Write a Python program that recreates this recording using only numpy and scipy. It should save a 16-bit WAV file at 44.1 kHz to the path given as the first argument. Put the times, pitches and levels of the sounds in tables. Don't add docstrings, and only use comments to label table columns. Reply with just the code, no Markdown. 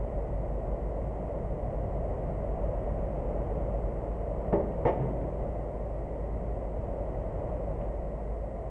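import sys
import numpy as np
from scipy import signal
from scipy.fft import rfft, irfft, next_fast_len
from scipy.io import wavfile
from scipy.ndimage import map_coordinates

SR = 44100
rng = np.random.default_rng(int(sys.argv[2]) if len(sys.argv) > 2 else 0)


def wav_record(signal):
    frames = np.transpose(np.atleast_2d(signal))
    bounded = np.clip(frames, -1, 1)
    quanta = np.round(bounded * 32767).astype(np.int16)
    wavfile.write(sys.argv[1], SR, quanta)


N = 383669

# t/s, level/dB
TRAFFIC_LEVEL = [(0, -39), (3.4, -36), (4.05, -37.5), (5.0, -37), (6.05, -39.4), (7.6, -37.6), (8.2, -40.5),
                 (8.7, -40.5)]
# f/Hz, density/dB
RUMBLE_SPECTRUM = [(10, -25.5), (24, -4), (36, 1.5), (62, 1), (100, -1), (160, -2.5), (210, -8), (270, -15),
                   (500, -24), (1200, -74.5)]
ROAR_SPECTRUM = [(120, -18), (290, -9.5), (400, -5.5), (500, -3), (570, 0.5), (680, -4), (800, -12.5),
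                 (1020, -18), (1300, -28), (1700, -35), (2050, -35.5), (2500, -41), (3050, -46),
                 (3900, -65)]
HISS_SPECTRUM = [(1000, -4), (3700, -2), (4400, -2), (6000, -3), (7200, -1), (8200, 2.5), (9300, -2.5),
                 (9800, -9)]
# f/Hz, width/Hz, level/dB
PUMP_BANDS = [(1878, 63, 0), (2019, 260, 0)]
# start/s, end/s, level/dB
FAR_ENGINE_SWELLS = [(0, .75, -37.5), (1.6, 4.0, -39), (7.2, 8.1, -43.5)]
# f/Hz, t60/s
CANOPY_DECAY = [(150, 0.74), (600, 0.75), (2000, 0.72), (6000, 0.16)]
# f/Hz, density/dB
FINGER_SPECTRUM = [(900, -15), (1800, 4), (2700, -2), (3300, -12), (4200, -39)]
RUSTLE_SPECTRUM = [(70, -23.5), (140, 0), (260, 3), (400, 0.5), (600, -12), (1000, -17), (1500, -32.5),
                   (2100, -35.5), (3300, -48.5), (4500, -69)]
CLATTER_SPECTRUM = [(40, -26), (130, -19), (330, 3.5), (560, 8), (880, -2), (1100, -8.5), (1500, -24),
                    (1900, -15.5), (2400, -25), (3100, -29.5), (3600, -41), (4000, -49.5), (6000, -46.5),
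                    (7500, -77)]
# t/s, boom/dB, rustle/dB
RUBBISH_LANDINGS = [(4.991, -15.5, -30), (5.026, -45, -30.5), (5.085, -48, -34.5), (5.209, -46, -34.5)]
# f/Hz, t60/s, level struck at open stop/dB, level struck at rim/dB
BIN_MODES = [(140, .25, -27, -8), (196, .25, -7, -24), (234, .14, -8, -8), (330, .17, -5, -13),
             (398, .3, -6, -14), (490, .2, -15, -1), (547, .25, -9, -9), (588, .25, -8, -13),
             (678, .3, -16, -19), (718, .2, -21, -10), (853, .27, -19, -13), (877, .2, -15, -17),
             (912, .25, -19, -12), (1100, .16, -24, -20), (1220, .16, -29, -26), (1815, .17, -33, -26),
             (1890, .2, -36, -28), (1992, .17, -34, -25), (2157, .2, -42, -27)]
# t/s, ring/dB, clatter/dB, clatter tilt/(dB/octave), place (0 open stop, 1 rim)
FLAP_CONTACTS = [(4.524, -40.5, -21.5, -5, 0.35), (4.529, -17.5, -26, -0.5, 0),
                 (4.596, -42.5, -26.5, -6, 0.23), (4.853, -16.5, -24, -4.5, 1),
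                 (4.858, -47.5, -26.5, 1, 0.8), (4.869, -50, -23.5, 0.5, 0.93),
                 (4.886, -47, -29, 0.5, 0.85)]


def amp(db):
    return 10 ** (np.asarray(db) / 20)


def unit_rms(x):
    return x / np.sqrt(np.mean(x ** 2) + 1e-20)


def log_interp(points, hz):
    points_hz, values = np.transpose(points)
    return np.interp(np.log(hz + 1), np.log(points_hz + 1), values)


def wobble(rate_hz, size=N):
    knots = rng.standard_normal(int(size * rate_hz / SR) + 4)
    return map_coordinates(knots, [np.arange(size) * rate_hz / SR])


def filtered(x, gain_at_hz):
    size = next_fast_len(len(x) + 8192)
    return irfft(rfft(x, size) * gain_at_hz(np.fft.rfftfreq(size, 1 / SR)), size)[:len(x)]


def noise(spectrum, size=N, tilt_db_per_oct=0):
    gain = lambda hz: amp(log_interp(spectrum, hz) + tilt_db_per_oct * np.log2(hz + 1))
    return unit_rms(filtered(rng.standard_normal(size), gain))


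def envelope(t, attack_s, t60_s):
    return (1 - np.exp(-t / attack_s)) * np.exp(-np.log(1000) * t / t60_s)


def add(track, start_s, sound):
    part = track[round(start_s * SR):][:len(sound)]
    part += sound[:len(part)]


def hiss():
    return amp(-78) * noise(HISS_SPECTRUM)


def pumps():
    gain = lambda hz: sum(amp(db) / (1 + (2 * (hz - centre_hz) / width_hz) ** 2)
                          for centre_hz, width_hz, db in PUMP_BANDS)
    return amp(-68 + 0.64 * wobble(3.4)) * unit_rms(filtered(rng.standard_normal(N), gain))


def traffic(ebb_db_per_s=0.17):
    t = np.arange(N) / SR
    roar_db = np.interp(t, *np.transpose(TRAFFIC_LEVEL))
    mean_db = roar_db.mean()
    rumble_db = mean_db + 1.1 * (roar_db - mean_db) - ebb_db_per_s * (t - t.mean())
    rumble = amp(rumble_db + 0.65 * wobble(5.4)) * noise(RUMBLE_SPECTRUM)
    roar = amp(roar_db + 0.35 * wobble(7)) * noise(ROAR_SPECTRUM)
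    return rumble + roar


def engine(firing_hz, level_db, waver_hz, waver_db, overtone_db):
    phase = 2 * np.pi * np.cumsum(firing_hz + waver_hz * wobble(4)) / SR
    tone = np.sin(phase) + amp(overtone_db) * np.sin(2 * phase)
    return amp(level_db + waver_db * wobble(8.6)) * unit_rms(tone)


def engines(sag_hz_per_s=0.93, far_idle_hz=41.2, ramp_s=0.3, lull_db=-53.5):
    t = np.arange(N) / SR
    far_hz = np.maximum(47.5 - sag_hz_per_s * t, far_idle_hz)
    swells_db = [np.interp(t, [start_s - ramp_s, start_s, end_s, end_s + ramp_s], [lull_db, db, db, lull_db])
                 for start_s, end_s, db in FAR_ENGINE_SWELLS]
    near = engine(firing_hz=52.6, level_db=-37, waver_hz=0.12, waver_db=0.6, overtone_db=-25)
    far = engine(far_hz, np.max(swells_db, axis=0), waver_hz=0.23, waver_db=0.3, overtone_db=-12)
    return near + far


def canopy_echo(x, delay_s=0.018):
    hz, t, spectra = signal.stft(rng.standard_normal(SR), SR, nperseg=256)
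    decay = np.exp(-np.log(1000) * t / log_interp(CANOPY_DECAY, hz)[:, None])
    _, tail = signal.istft(spectra * decay, SR, nperseg=256)
    delayed = np.pad(x, (round(delay_s * SR), 0))
    return signal.fftconvolve(delayed, tail / np.linalg.norm(tail))[:N]


def finger_tick(start_s=7.809, level_db=-59):
    out, t = np.zeros(N), np.arange(SR // 2) / SR
    tick = noise(FINGER_SPECTRUM, len(t)) * envelope(t, attack_s=0.004, t60_s=0.18)
    add(out, start_s, amp(level_db) * tick)
    return out


def rubbish(air_hz=136):
    out, t = np.zeros(N), np.arange(SR) / SR
    for start_s, boom_db, rustle_db in RUBBISH_LANDINGS:
        liner_flex_rad = 0.4 * wobble(45, len(t))
        boom = np.sin(2 * np.pi * air_hz * t + liner_flex_rad) * envelope(t, attack_s=0.022, t60_s=0.28)
        rustle = noise(RUSTLE_SPECTRUM, len(t)) * envelope(t, attack_s=0.0027, t60_s=0.28)
        add(out, start_s, amp(boom_db) * boom + amp(rustle_db) * rustle)
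    return out


def flap():
    out, t = np.zeros(N), np.arange(SR // 2) / SR
    for start_s, ring_db, clatter_db, tilt_db_per_oct, place in FLAP_CONTACTS:
        for hz, t60_s, stop_db, rim_db in BIN_MODES:
            rattle_rad = 0.2 * wobble(110, len(t))
            mode_db = ring_db + np.interp(place, [0, 1], [stop_db, rim_db])
            mode = np.sin(2 * np.pi * hz * t + rattle_rad) * envelope(t, attack_s=0.001, t60_s=t60_s)
            add(out, start_s, amp(mode_db) * mode)
        clatter = noise(CLATTER_SPECTRUM, len(t), tilt_db_per_oct)
        add(out, start_s, amp(clatter_db) * clatter * envelope(t, attack_s=0.0026, t60_s=0.16))
    return out


def scene():
    knocks = flap() + rubbish() + finger_tick()
    return (knocks + amp(-12) * canopy_echo(knocks) + engines() + traffic() + pumps() + hiss())[None]


def record(dry):
    stop_hz, rolloff_hz = 10072, 400
    lowpass = lambda hz: np.clip((stop_hz - hz) / rolloff_hz, 0, 1)
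    return np.array([filtered(channel, lowpass) for channel in dry])


dry = scene()
out = record(dry)
wav_record(out)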